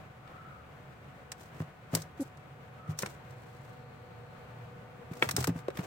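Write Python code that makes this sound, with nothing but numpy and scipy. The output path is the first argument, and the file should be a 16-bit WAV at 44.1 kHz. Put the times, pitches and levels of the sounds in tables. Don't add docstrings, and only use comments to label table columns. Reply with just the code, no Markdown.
import sys
import numpy as np
from scipy import signal
from scipy.fft import rfft, irfft
from scipy.io import wavfile
from scipy.ndimage import uniform_filter1d

SR = 44100
rng = np.random.default_rng(int(sys.argv[2]) if len(sys.argv) > 2 else 0)


def generate_wav(sig):
    pcm = np.round(np.clip(np.atleast_2d(sig).T, -1, 1) * 32767).astype(np.int16)
    wavfile.write(sys.argv[1], SR, pcm)


N = 258426

# start_s, level_db, pitch_factor, ring_factor, upper_modes_db
BUMPS = [(1.6, -28, .98, 0.83, 5), (1.93, -27, 1.01, 1.53, 10), (2.886, -26.5, .95, 0.92, -8),
         (3.03, -33, 1.25, 0.4, -6), (5.11, -33.5, 1.04, .47, 7), (5.225, -41, 0.92, 1, 18),
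         (5.265, -37, .8, 2.5, 5), (5.339, -34, 1.1, 1.4, 3), (5.379, -28, .8, 2.4, 3),
         (5.479, -22.5, 1.05, 0.91, 10), (5.555, -31.5, 1, .61, 8), (5.787, -26, 1.11, 0.25, 5)]


def amp(db):
    return 10 ** (np.asarray(db) / 20)


def unit(x):
    return x / np.sqrt(np.mean(x ** 2) + 1e-20)


def read(points, hz):
    point_hz, value = np.transpose(points)
    return np.interp(np.log(hz + 1), np.log(point_hz), value)


def add(mix, start_s, sound):
    part = mix[:, round(start_s * SR):][:, :sound.shape[1]]
    part += sound[:, :part.shape[1]]


def smooth_noise(n, size):
    return unit(uniform_filter1d(rng.standard_normal(n), size=size))


def noise(n, colour):
    # freq_hz, correlation (0-1)
    alike_points = [(60, 0.97), (150, 0.98), (300, 0.51), (640, 0.46), (1400, 0), (3000, 0), (15000, 0)]
    # freq_hz, difference_db
    tilt_points = [(60, -0.5), (200, -0.5), (400, 0.5), (700, 2.5), (1300, 2.5), (2400, 3.5), (4400, -2),
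                   (8100, 3.5), (15000, -2.5)]
    hz = np.fft.rfftfreq(n, 1 / SR)
    a, b = rfft(rng.standard_normal((2, n)))
    alike = np.clip(read(alike_points, hz), -1, 1)
    mid = a * np.sqrt(1 + alike)
    side = b * np.sqrt(1 - alike)
    lean = amp(read(tilt_points, hz) / 2)
    spectrum = np.array([(mid + side) * lean, (mid - side) / lean])
    return unit(irfft(spectrum * colour(hz), n))


def band(table, lo_hz, hi_hz):
    def colour(hz):
        low_edge = 1 + (lo_hz / (hz + 1)) ** 10
        high_edge = 1 + (hz / hi_hz) ** 10
        return amp(read(table, hz)) / np.sqrt(low_edge * high_edge)
    return noise(N, colour)


def narrow(centre_hz, width_hz):
    return noise(N, lambda hz: 1 / (1 + ((hz - centre_hz) / (width_hz / 2)) ** 2) ** 2)


def background(air_db=-51.69, waver_db=1.0, drift_hz=2.61):
    # freq_hz, relative_db_per_hz
    air_points = [(25, -23), (45, -25.5), (70, -10.5), (140, -4), (220, -14.5), (330, -19), (560, -15),
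                  (900, -19.5), (1200, -18), (2400, -26), (5200, -42.5), (8400, -44.5), (9600, -50),
                  (16000, -46)]
    # centre_hz, width_hz, first_place_db, near_window_db
    hum_bands = [(72, 5.2, -68.5, -90), (117.5, 4.5, -67, -57), (140, 31, -63, -58),
                 (244.3, 8, -79.5, -68.5), (486.4, 47, -68.5, -59), (892, 41, -82, -67.5),
                 (1179, 26, -82, -71)]
    # centre_hz, first_place_db, near_window_db
    whine_tones = [(743, -66, -63.5), (1490, -72.5, -72)]
    # start_s, end_s, centre_hz, width_hz, level_db
    whir_bands = [(0.21, 0.69, 1310, 300, -55), (2.77, 2.96, 1290, 170, -54), (4.9, 8.4, 1200, 160, -61),
                  (3, 4.9, 4200, 1200, -77)]
    # start_s, end_s
    move_s = (2, 3.8)
    t = np.arange(N) / SR
    waver = amp(waver_db * smooth_noise(N, 4000))
    out = amp(air_db) * waver * noise(N, lambda hz: amp(read(air_points, hz)))
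    for hz, width_hz, first_db, near_db in hum_bands:
        out += amp(np.interp(t, move_s, [first_db, near_db])) * narrow(hz, width_hz)
    drift = drift_hz * smooth_noise(N, 3000)
    for hz, first_db, near_db in whine_tones:
        tone = unit(np.sin(2 * np.pi * np.cumsum(hz + drift) / SR))
        out += amp(np.interp(t, move_s, [first_db, near_db])) * tone
    for start_s, end_s, hz, width_hz, db in whir_bands:
        progress = np.clip((t - start_s) / (end_s - start_s), 0, 1)
        swell = np.sqrt(abs(np.sin(np.pi * progress)))
        out += amp(db) * swell * narrow(hz, width_hz)
    return out


def claws(mid_db=-7.5, body_db=-1.0, bite_db=-5.0, edge_db=-1.0, hold_s=0.002, catch_db=0.5,
          tail_db=-30, tail_t60_s=0.18):
    # start_s, level_db, grip_db (how strongly the surface wakes), tip_db (glassy top of the tip)
    clicks = [(.2753, -62, 8, -18), (1.318, -30, -9, -16), (1.95, -18, -14.5, -5), (2.0195, -35, -24, -18),
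              (2.372, -54.5, -6, -18), (2.9887, -25, -15, -12), (3.0225, -28.5, -12, -12),
              (3.0605, -35, -1, -14), (3.3074, -53, -18, -10), (5.1344, -46.5, -3, -11),
              (5.2241, -36.5, 12, -13), (5.2895, -27.5, -1, -9), (5.3108, -24, -15, -8),
              (5.3645, -18, -15.5, -13), (5.405, -29.5, -15, -13), (5.4262, -35.5, -5, -13),
              (5.442, -25, -6, -9.5), (5.472, -27, -8, -5), (5.6823, -48, 4, -11), (5.772, -42, 3, -3)]
    # low_hz, high_hz
    click_bands = [(4400, 9500), (500, 2000), (2000, 4400), (9500, 16500)]
    # freq_hz, level_db
    scratch_points = [(400, -1.5), (1300, 7), (2300, 7.5), (3200, 2), (4000, 3.5), (4600, -1.5),
                      (5550, 2.5), (6400, -1), (7300, -2.5), (8100, 2.5), (9500, -6.5), (11500, -7.5),
                      (13500, -4.5), (16000, -6)]
    # start_s, end_s
    scramble_s = (5.48, 5.86)
    tap_count, tap_db, tap_spread_db, tap_grip_db, tap_tip_db = 5, -54, 4, 6, -14
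    click_t60_s = .03
    t = np.arange(SR // 8) / SR
    taps = []
    for when, force in rng.random(size=(tap_count, 2)):
        tap_s = np.interp(when, [0, 1], scramble_s)
        taps.append((tap_s, tap_db + tap_spread_db * (2 * force - 1), tap_grip_db, tap_tip_db))
    drive = np.zeros((len(click_bands), N))
    for start_s, db, grip_db, tip_db in taps + list(clicks):
        slips = unit(amp(catch_db * smooth_noise(len(t), 16)))
        skid = amp(-60 * np.maximum(t - hold_s, 0) / click_t60_s) * slips
        tail = amp(tail_db - 60 * t / tail_t60_s)
        band_db = np.array([[mid_db], [grip_db + body_db], [grip_db + bite_db], [tip_db + edge_db]])
        add(drive, start_s, amp(db + band_db) * (skid + tail))
    return sum(level * band(scratch_points, *edges) for level, edges in zip(drive, click_bands))


def room(x, t60_s=0.24, wet_db=-17, dull_hz=2500):
    t = np.arange(SR // 3) / SR
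    tail = rng.standard_normal((2, len(t))) * amp(-60 * t / t60_s) * (t > .004)
    tail /= np.linalg.norm(tail[0])
    tail = signal.lfilter(*signal.butter(1, dull_hz, fs=SR), tail)
    return amp(wet_db) * signal.fftconvolve(x, tail, axes=1)[:, :N]


def scuffs(grain_db=2.5, clump_db=2.5, hiss_trim_db=-2.5, snag_rate_hz=70, snag_size=1.1, snag_s=0.0042):
    # start_s, end_s, level_db
    skid_strokes = [(1.975, 2.041, -49.5), (2.979, 3.031, -39.5), (5.36, 5.461, -41.5), (5.573, 5.591, -44)]
    # start_s, end_s, level_db
    brush_strokes = [(1.365, 1.49, -57), (1.528, 1.6, -59), (1.915, 2.0, -44), (2.164, 2.29, -57.5),
                     (3.036, 3.17, -55), (3.21, 3.808, -66), (5.141, 5.232, -50), (5.205, 5.275, -40),
                     (5.28, 5.346, -49), (5.744, 5.79, -47.5), (5.824, 5.885, -47.5)]
    # freq_hz, level_db
    brush_points = [(120, 0), (300, 16.5), (800, 10.5), (1400, 4), (2500, 0.5), (3400, -1), (5600, 0),
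                    (8300, -0.5), (10000, -8.5), (16000, -3)]
    skid_body_db, brush_hiss_db = -7, -3.5
    drag_lead_s, drag_s, drag_hiss_db, drag_body_db = 0.013, .055, -27.5, -18.5
    swell_s, swell_share = .018, .1

    strokes = [(start_s, end_s, db, db + skid_body_db) for start_s, end_s, db in skid_strokes]
    strokes += [(start_s, end_s, db + brush_hiss_db, db) for start_s, end_s, db in brush_strokes]
    for bump_s, db, *_ in BUMPS:
        start_s = bump_s - drag_lead_s
        strokes.append((start_s, start_s + drag_s, db + drag_hiss_db, db + drag_body_db))

    t = np.arange(N) / SR
    drive = np.zeros((2, N))
    for start_s, end_s, high_db, low_db in strokes:
        fade_s = swell_s + swell_share * (end_s - start_s)
        swell = (1 + np.tanh((t - start_s) / (fade_s / 2) - 1)) / 2
        fade = (1 + np.tanh((end_s - t) / fade_s - .5)) / 2
        drive += amp([[high_db + hiss_trim_db], [low_db]]) * swell * fade

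    grains = unit(amp(grain_db * smooth_noise(N, 50) + clump_db * smooth_noise(N, 500)))
    snag_starts = 1. * (rng.random(N) < snag_rate_hz / SR)
    snags = signal.lfilter([snag_size], [1, -np.exp(-1 / (snag_s * SR))], snag_starts)
    hiss = band(brush_points, 3000, 16500)
    body = band(brush_points, 200, 3000)
    return unit(grains + snags) * drive[0] * hiss + grains * drive[1] * body


def thumps(lowest_hz=65):
    # mode_hz, level_db, t60_s (before the bump's pitch and ring factors)
    support_modes = [(106.6, -5.5, 0.15), (160.5, -1.5, 0.17), (254, -15, 0.074), (352, -24.5, 0.031)]
    settle_s, settle_at_db, settle_doubles_db = .0105, -26.5, 8.5
    out = np.zeros((2, N))
    t = np.arange(SR // 3) / SR
    for start_s, db, pitch, ring, upper_db in BUMPS:
        rise_s = settle_s * 2 ** ((db - settle_at_db) / settle_doubles_db)
        push = np.sin(np.pi / 2 * np.minimum(t / rise_s, 1))
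        for k, (hz, mode_db, t60_s) in enumerate(support_modes):
            decay_db = -60 * np.maximum(t - rise_s, 0) / (t60_s * ring)
            level = amp(db + mode_db + upper_db * (k > 1) + decay_db)
            wave = np.sin(2 * np.pi * hz * pitch * t + k * np.pi)
            add(out, start_s, np.tile(level * push * wave, (2, 1)))
    highpass = signal.butter(2, lowest_hz, "highpass", fs=SR, output="sos")
    return signal.sosfilt(highpass, out)


def knocks(rise_s=0.0011, spread_hz=1100, spread_rad=1.0, left_minus_right_db=1.0):
    # start_s, level_db, hardness_hz, pitch_factor
    strikes = [(1.6018, -36, 1200, 1.1), (1.9385, -26, 800, 1.3), (1.9529, -29, 900, 0.84),
               (1.968, -31, 650, 1.3), (3.032, -25, 1250, 1.12), (5.2237, -20, 3420, 1.005),
               (5.2906, -36, 3000, .895), (5.3806, -24, 1080, .85), (5.476, -20, 700, 0.91),
               (5.6835, -15, 510, 1.14)]
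    # mode_hz, level_db, t60_s (before pitch factor and pad damping)
    lid_modes = [(328, -6, 0.039), (485, -1, 0.03), (580, -41, 0.018), (800, -23, 0.064), (933, -1, 0.027),
                 (1220, -8.5, 0.061), (1350, -6.5, 0.06), (1597, -1.5, 0.03), (1864, 4.5, 0.022),
                 (2250, 7, 0.024), (2590, 1, 0.025), (3170, 4, 0.015), (3400, -3.5, 0.038)]
    pad_damping_hz = 130
    out = np.zeros((2, N))
    t = np.arange(SR // 6) / SR
    onset = 1 - np.exp(-(t / rise_s) ** 2)
    chances = rng.random((len(strikes), len(lid_modes)))
    for (start_s, db, hard_hz, pitch), chance in zip(strikes, chances):
        ring = hard_hz / (hard_hz + pad_damping_hz)
        for k, (hz, mode_db, t60_s) in enumerate(lid_modes):
            contact = 1 / np.sqrt(1 + (hz / hard_hz) ** 6)
            lead_rad = (1 + chance[k]) / 2 * min(hz / spread_hz, 1) * spread_rad
            phase_rad = k * np.pi + np.array([[lead_rad], [-lead_rad]])
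            wave = np.sin(2 * np.pi * hz * pitch * t + phase_rad)
            level = amp(db + mode_db - 60 * t / (t60_s * ring))
            add(out, start_s, level * contact * wave * onset)
    return out * amp(np.array([[left_minus_right_db], [-left_minus_right_db]]) / 2)


def echoes(x, dull_hz=1800):
    # delay_left_s, delay_right_s, level_db
    reflections = [(.0043, 0.00558, -16), (0.0118, .0101, -26), (0.018, .0185, -21), (.0247, .0231, -22)]
    dull = signal.lfilter(*signal.butter(2, dull_hz, fs=SR), x)
    out = np.zeros((2, N))
    for left_s, right_s, db in reflections:
        add(out, left_s, amp(db) * dull * [[1], [0]])
        add(out, right_s, amp(db) * dull * [[0], [1]])
    return out


def squeak(third_db=-12, fizz_db=-23, lag_s=0.0068):
    # freq_hz, level_db
    fizz_points = [(3000, -12), (5500, -1.5), (8500, 1.5), (10300, -4), (11600, 4), (13000, -16),
                   (16000, -27)]
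    start_s, level_db = 2.193, -28.5
    attack_s, hold_s, release_s = .009, .019, 0.014
    from_hz, to_hz, sag_s = 360, 263, 0.0089
    overtone_db, overtone_db_per_s = -23, 450
    corners_s = np.cumsum([0, attack_s, hold_s, release_s])
    t = np.arange(0, corners_s[-1], 1 / SR)
    level = amp(level_db) * np.sin(np.pi / 2 * np.interp(t, corners_s, [0, 1, 1, 0])) ** 2
    hz = to_hz + (from_hz - to_hz) * np.exp(-t / sag_s)
    phase_rad = 2 * np.pi * np.cumsum(hz) / SR
    overtones = np.sin(2 * phase_rad) + amp(third_db) * np.sin(3 * phase_rad)
    wave = np.sin(phase_rad) + amp(overtone_db + overtone_db_per_s * t) * overtones
    fizz = noise(len(t), lambda f: amp(read(fizz_points, f))) * (1 + np.cos(phase_rad) / 2)
    out = np.zeros((2, N))
    add(out, start_s, np.tile(level * wave, (2, 1)))
    add(out, start_s + lag_s, amp(fizz_db) * level * fizz)
    return out


def scene():
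    lid = knocks()
    hard = claws() + lid + echoes(lid) + scuffs()
    return hard + room(hard) + thumps() + squeak() + background()


def record(dry, edge_hz=16100):
    lowpass = signal.firwin(401, edge_hz, window=("kaiser", 9), fs=SR)
    return signal.oaconvolve(dry, lowpass[None], "same")


dry = scene()
out = record(dry)
generate_wav(out)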